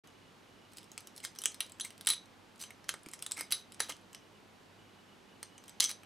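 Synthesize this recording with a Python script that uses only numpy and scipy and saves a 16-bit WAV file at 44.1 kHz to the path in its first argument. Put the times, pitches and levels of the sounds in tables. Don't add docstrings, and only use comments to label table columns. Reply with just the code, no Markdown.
import sys
import numpy as np
from scipy import signal
from scipy.fft import rfft, irfft
from scipy.io import wavfile

SR = 44100
rng = np.random.default_rng(int(sys.argv[2]) if len(sys.argv) > 2 else 0)


def transcribe(signal):
    frames = np.atleast_2d(signal).T
    limited = np.clip(frames, -1, 1)
    pcm = np.round(limited * 32767).astype(np.int16)
    wavfile.write(sys.argv[1], SR, pcm)


N = 266805


def from_db(db):
    return 10 ** (np.asarray(db) / 20)


def rms_one(x):
    return x / np.sqrt(np.mean(x ** 2) + 1e-20)


def at_hz(points, hz):
    point_hz, value = np.transpose(points)
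    return np.interp(np.log(hz), np.log(point_hz), value)


def band(x, edges_hz, kind="band"):
    return signal.sosfilt(signal.butter(2, edges_hz, kind, fs=SR, output="sos"), x)


def stereo_pair(mid, side, correlation):
    return np.sqrt(1 + correlation) * mid + np.sqrt(1 - correlation) * side * [[1], [-1]]


def ring(force, hz, t60_s):
    radius = from_db(-60 / (t60_s * SR))
    w = 2 * np.pi * hz / SR
    return signal.lfilter([0, np.sin(w)], [1, -2 * radius * np.cos(w), radius ** 2], force + 1e-18)


def air():
    # (frequency [Hz], relative density [dB])
    floor_spectrum = [(15, -50.5), (25, -19), (48, -14), (70, -16), (92, -5), (124, -7.5), (182, -2),
                      (273, -3.5), (349, -4.5), (651, -9.5), (787, -8), (2090, -15), (2980, -15.5),
                      (14000, -35), (16500, -52)]
    # (frequency [Hz], left-right correlation [0-1])
    floor_correlation = [(60, 0.56), (240, 0.59), (950, 0.357), (3770, 0.68), (15000, 1)]
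    level_db_rms = -59.5
    hz = np.maximum(np.arange(N // 2 + 1) * SR / N, 1)
    mid, side = rfft(rng.standard_normal((2, N)))
    correlation = np.clip(at_hz(floor_correlation, hz), 0, 1)
    pair = stereo_pair(mid, side, correlation)
    coloured = irfft(pair * from_db(at_hz(floor_spectrum, hz)), N)
    return from_db(level_db_rms) * rms_one(coloured)


def hum():
    # (frequency [Hz], rms level [dB])
    mains_lines = [(50, -86), (100, -74.5)]
    t = np.arange(N) / SR
    return sum(from_db(db) * np.sqrt(2) * np.sin(2 * np.pi * hz * t + 6 * rng.random())
               for hz, db in mains_lines)


def blips():
    # (start [s], end [s])
    spells = [(.05, .34), (.44, .82), (4.2, 4.39), (4.78, 5.14), (5.28, 5.38), (5.45, 5.6)]
    period_s, first_s, sigma_s = 1001 / 30000, .0229, .006
    blip_hz, max_db, sounding_share = 2930, -63, 0.71
    t = np.arange(N) / SR - first_s
    slot = np.round(t / period_s)
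    centre_s = first_s + slot * period_s
    draws = rng.random((200, 2))
    slot_gain = from_db(max_db - 4 * draws[:, 0]) * (draws[:, 1] < sounding_share)
    strength = slot_gain[slot.astype(int)]
    in_spell = sum((centre_s > start) & (centre_s < end) for start, end in spells)
    envelope = np.exp(-.5 * ((t - slot * period_s) / sigma_s) ** 2)
    return in_spell * strength * envelope * np.sin(2 * np.pi * blip_hz * t)


def shares(place, heft_db, steel_db):
    palm_below_pivot_db, away_db = -4.5, 5
    part_place = np.array([2, 1, 0])
    away = 1 - np.cos(2 * np.pi * (place - part_place) / 3)
    return (heft_db + palm_below_pivot_db, heft_db, *(steel_db - away_db * away))


def contacts():
    # (time [s], level [dB], place [0-3 round], heft [dB], free ringing [dB])
    blows = [(0.073, -45, 2.46, -21, -20), (0.718, -52, .5, -20, -30), (0.734, -43, .2, -22, -20),
             (0.7707, -36.5, 2.8, -33, -3), (0.7833, -33.5, 0.46, -42, -22), (0.83, -45, 2.7, -20, -20),
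             (0.842, -47, 0.25, -14, -20), (0.9171, -43, 3.4, -12, -23), (0.9777, -28, 2.55, -12.5, -10),
             (1.0056, -41.5, 0.66, -18, -20), (1.0718, -37.5, 0.65, -9.5, -16),
             (1.1627, -36.5, 0.67, -21, -21), (1.1783, -37, 0.88, -31, -22), (1.2022, -39.5, .1, -23, -22),
             (1.2401, -35, .1, -33, -19), (1.2496, -26, 0.25, -19, -7), (1.2618, -39, 1.9, -17, -6),
             (1.351, -45, .1, -21, -19), (1.3602, -41.5, 2.6, -14, 2), (1.3872, -28.5, 2.9, -22, -9),
             (1.4084, -44, .6, -7, -22), (1.4178, -30, .1, -19, -30), (1.4375, -23, 2.2, -19, -16),
             (1.4566, -12, 2.65, -19, -12), (1.5187, -39.5, 0.81, -19, -25), (1.5441, -36, 0.15, -13, -16),
             (1.6051, -17, 1.07, -20, -16), (1.663, -42, .1, -11, -20), (1.6964, -41.5, 2.5, -16, -20),
             (1.7199, -42, .1, -19, -13), (1.7986, -27, 2.54, -26, -2), (1.8092, -24, 0.61, -24, -1.5),
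             (1.849, -29, .2, -22, -20), (1.9052, -41.5, 2.6, -17, -19), (1.979, -44, 2.9, -14, -20),
             (2.0104, -37, 0.48, -14, -23), (2.0486, -43, .6, -18, -19), (2.0603, -37.5, 0.47, -16, -21),
             (2.0702, -15, 0.35, -25, -10), (2.0731, -13.5, 1.1, -17, -7), (2.0884, -16.5, 0.34, -17, -6.5),
             (2.102, -12, 0.98, -24, -4), (2.1347, -26.5, 2.5, -26, -13), (2.2574, -54, .3, -24, -20),
             (2.5584, -50, .7, -23, -19), (2.6138, -33, 3.2, -19, 4), (2.624, -33, 2.8, -17, 1),
             (2.6382, -33, 2.5, -10.5, -7), (2.7058, -40, 2.7, -7.5, -1), (2.8425, -45, 2.1, -2, -18),
             (2.8912, -16.5, 1.36, -28, -23), (2.9398, -33.5, 0.51, 1.5, -25), (3.0326, -47, .5, -22, -18),
             (3.061, -38.5, 2.9, -9, -8), (3.0866, -40.5, .2, -5, -20), (3.114, -41, .1, -28, -22),
             (3.135, -31, .05, -11, -7), (3.1915, -45, .05, -14, -20), (3.2005, -49, .3, -20, -20),
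             (3.2241, -29, 0.41, -19, -19), (3.264, -28, 0.57, -14, -19), (3.3118, -33, .1, -15, -19),
             (3.3161, -37, 0.17, -14, -20), (3.319, -22.5, .05, -29, -20), (3.3663, -41, 0.57, -13, -1.5),
             (3.3707, -37.5, 3.5, -10, -6), (3.39, -34.5, .2, -12, 7), (3.3963, -30, 2.7, -15, 0),
             (3.4089, -22.5, .05, -8, -6.5), (3.5073, -33, 2.3, -10, -18), (3.5148, -27.5, 2.7, -15.5, 2),
             (3.5224, -11, 1, -28, -7), (3.721, -39.5, 3.5, -12.5, -9), (3.738, -49, 0.095, -25, -17),
             (3.7448, -42, 0.67, -24, -24), (3.8033, -17.5, 1.1, -9, -4), (3.895, -29, 2.65, -19, -6.5),
             (3.922, -34.5, 2.1, -15, -23), (3.966, -45.5, .3, -18, -18), (4.1302, -44, 2.6, -10, -20),
             (4.1473, -32, 2.25, -13.5, -15), (5.4292, -26.5, 2.25, -14.5, -21),
             (5.5794, -39.5, 2.35, -16, -13), (5.6388, -43.5, 3.3, -16, -22),
             (5.6804, -39.5, 2.8, -18, 6.5), (5.6942, -41, 2.9, -24, -20), (5.8002, -18.5, 1.7, -26, -2),
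             (5.8046, -12, 0.71, -17, -16), (5.8273, -26, 1.2, -24, -11), (5.8409, -19.5, 3.1, -24, 1),
             (5.8479, -22.5, 2.0, -33, .6), (5.893, -30, .2, -18, -5), (5.9016, -31, .2, -17, 9),
             (5.9131, -28.5, 1.1, -15.5, -25), (6.0329, -44, 2.4, -2, -20)]
    # (start [s], length [s], level [dB], place [round], heft [dB], free [dB])
    rattles = [(0.76, .07, -57, 0.66, -21, -11), (1.158, .045, -49.5, 0.22, -30, -5),
               (1.228, .05, -42.5, 2.6, -17, 4.5), (1.436, .025, -39, 2.6, -18, -11),
               (1.595, .11, -53.5, 2.8, -7, -28), (1.839, .045, -41, 3, -14.5, 1),
               (2.078, .09, -32.5, .9, -15, -7), (2.591, .09, -45.5, 1.6, -19, 0),
               (2.884, 0.027, -37.5, 1.3, -21, -33), (3.128, .035, -46.5, 3.9, -15, -23),
               (3.217, .03, -43.5, 2.6, -12, -16), (3.365, .09, -46, 3.1, -8, 3),
               (3.515, .1, -41, 1.2, -15.5, -7), (3.792, .11, -41.5, 1.5, -12, -28),
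               (3.885, .04, -35.5, 1.2, -11.5, -13), (5.811, .08, -34, 2.43, -18, 3.5),
               (5.886, .04, -38.5, .9, -19, -13)]
    # (start [s], end [s])
    flipping = [(.7, 2.27), (2.54, 4.17), (5.5, 6.05)]
    steel_db = -4.5
    rattle_per_s, rattle_rise_s, rattle_steel_db = 1100, 0.012, -5
    ticks_per_s, tick_min_db, tick_heft_db, tick_free_db = 9.9, -59.5, -17, -21.5

    rows = []
    for s, db, place, heft_db, free_db in blows:
        rows.append((s * SR, db, *shares(place, heft_db, steel_db), free_db))

    for start, length, level_db, place, heft_db, free_db in rattles:
        draws = rng.random((300, 2))
        s = np.cumsum(-np.log(draws[:, 0])) / rattle_per_s
        end_s = max(length, 1.2 * rattle_rise_s)
        swell_db = np.interp(s, [0, rattle_rise_s, end_s], [-14, 0, -24])
        size_db = np.minimum(-3.5 * np.log(draws[:, 1]), 9)
        parts = shares(place, heft_db, steel_db + rattle_steel_db)
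        inside = s < length
        for click_s, click_db in zip(s[inside], (swell_db + size_db)[inside]):
            rows.append(((start + click_s) * SR, level_db + click_db, *parts, free_db))

    for start, end in flipping:
        draws = rng.random((60, 3))
        times = start + np.cumsum(-np.log(draws[:, 0])) / ticks_per_s
        for s, (_, size, turn) in zip(times, draws):
            if s < min(end, N / SR):
                parts = shares(3 * turn, tick_heft_db, steel_db)
                rows.append((s * SR, tick_min_db + 8 * size, *parts, tick_free_db))
    return np.array(rows)


def flutter():
    cutoff_hz, share = 109.8, 0.86
    noise = rms_one(band(rng.standard_normal(N), cutoff_hz, "low"))
    return np.sqrt(1 - share ** 2) + share * noise


def opener():
    # (frequency [Hz], level [dB], t60 [s]); short ones are damped by the grip
    palm_modes = [(345, -11, .015), (596, -18, 0.01), (910, -2.5, 0.0069), (1256, -4.5, 0.016)]
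    pivot_modes = [(1960, 3, 0.0033), (2176, -0.5, .045), (2410, -2.5, 0.0022)]
    blade_modes = [(3100, 1, .004), (3235, -15, .09), (6000, -2, .003), (6115, -10, .18),
                   (12900, -24, .045)]
    handle_modes = [(3340, -25, .07), (3876, -16.5, 0.24), (3984, -10, 0.07), (4030, -1.5, 0.0058),
                    (4790, 1.5, 0.0018), (10180, -7.5, 0.083), (10100, 2.5, 0.0029), (10100, -15.5, 0.045),
                    (10520, -2.5, 0.0015)]
    latch_modes = [(5220, -5, 0.0045), (6870, -5, 0.0029), (7550, -8, 0.04), (7990, -0.5, 0.0066),
                   (8310, -13, 0.042), (8800, 2, 0.0027), (11140, -1.5, 0.0013), (13500, -9, 0.0043)]
    contact_peak_s, skitter_s, skitter_db = 0.00032, 0.0039, -1.5
    free_above_s, damped_max_s = .04, .005
    crack_db, strike_db, spread_db = 8, 2.5, 1
    held = 0.94
    radiates_hz = 990

    touch = contacts()
    at, lag = touch[:, 0].astype(int), np.arange(400)
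    touch_db, free_db = touch[:, 1], touch[:, -1]
    rise = lag / (contact_peak_s * SR)
    envelope = rise * np.exp(1 - rise)
    envelope = envelope + from_db(skitter_db) * np.exp(-lag / (skitter_s * SR)) * (lag > 0)
    chatter = rng.standard_normal((len(touch), len(lag))) * envelope
    chatter /= np.sqrt(np.sum(chatter ** 2, axis=1, keepdims=True))
    spread_at = np.minimum(at[:, None] + lag, N - 1).ravel()

    def chatter_train(gain):
        return np.bincount(spread_at, (gain[:, None] * chatter).ravel(), N)

    parts = []
    all_modes = [palm_modes, pivot_modes, blade_modes, handle_modes, latch_modes]
    hardest_db = touch[:, 3:-1].max(axis=1)
    for index, modes in enumerate(all_modes):
        part = 0
        part_db = touch[:, 2 + index]
        loose_db = free_db + held * (part_db - hardest_db)
        for hz, mode_db, t60_s in modes:
            free = t60_s > free_above_s
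            level_db = touch_db + part_db + free * loose_db + mode_db + strike_db
            gain = from_db(level_db + spread_db * rng.standard_normal(len(at)))
            strength = gain * rng.choice([-1, 1], len(at))
            if free or index == 0:
                sound = ring(np.bincount(at, strength, N), hz, t60_s)
                part = part + sound * (flutter() if free else 1)
            else:
                part = part + ring(chatter_train(strength), hz, min(t60_s, damped_max_s))
        parts.append(part)

    crack = band(chatter_train(from_db(touch_db + crack_db)), [1700, 10800])
    steel = crack + sum(parts[1:])
    radiated = band(band(steel, radiates_hz, "high"), radiates_hz, "high")
    return radiated + band(parts[0], [249, 2500])


def room(x):
    # (frequency [Hz], relative level [dB], t60 [s])
    echo_bands = [(500, -10.5, .25), (2020, -11, 0.2), (5100, -9.5, .2), (9830, -13.5, 0.18),
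                  (15200, -21.5, 0.073)]
    correlation, onset_s = 0.92, 0.0033
    t = np.arange(SR // 2) / SR
    hz, level_db, t60_s = np.transpose(echo_bands)
    tail, edges_hz = 0, 200 * 2 ** np.arange(0, 6.6, .5)
    for low, high in zip(edges_hz, edges_hz[1:]):
        mid, side = band(rng.standard_normal((2, len(t))), [low, high])
        centre = np.log(np.sqrt(low * high))
        decay_s = np.interp(centre, np.log(hz), t60_s)
        unit_energy = np.sqrt(2 * np.log(1000) / (decay_s * SR))
        dying = from_db(-60 * t / decay_s) * unit_energy
        gain = from_db(np.interp(centre, np.log(hz), level_db))
        tail = tail + gain * dying * stereo_pair(mid, side, correlation)
    tail = tail * np.clip(t / onset_s, 0, 1)
    return signal.fftconvolve(x[None], tail, axes=1)[:, :N]


def pats():
    # (time [s], level [dB], frequency [Hz])
    palm_pats = [(2.891, -42.5, 615), (2.9398, -37.5, 645), (3.066, -40.5, 325), (3.383, -54.5, 300.5),
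                 (3.803, -40, 553), (3.893, -41, 594)]
    t60_cycles = 3.63
    out = np.zeros(N)
    for s, level_db, hz in palm_pats:
        click = np.zeros(N)
        click[round(s * SR)] = from_db(level_db)
        t60_s = t60_cycles / hz
        bump = ring(ring(click, hz, t60_s), hz, t60_s)
        out += bump * hz / SR * 8.2
    return out


def scene():
    direct = opener() + pats()
    return direct + room(direct) + air() + hum() + blips()


def record(dry):
    # (frequency [Hz], left minus right [dB])
    balance = [(60, -3.5), (240, -2), (950, -1.5), (3770, -1), (15000, 0.0)]
    start_s, fade_s = .036, 0.0056
    treble_hz, stop_hz = 14800, 16900
    hz = np.maximum(np.arange(N // 2 + 1) * SR / N, 1)
    half_balance_db = at_hz(balance, hz) / 2 * [[1], [-1]]
    ports = irfft(rfft(dry) * from_db(half_balance_db), N)
    opened = ports * np.clip((np.arange(N) / SR - start_s) / fade_s, 0, 1)
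    rolled_off = band(opened, treble_hz, "low")
    return signal.sosfilt(signal.cheby2(12, 60, stop_hz, fs=SR, output="sos"), rolled_off)


dry = scene()
out = record(dry)
transcribe(out)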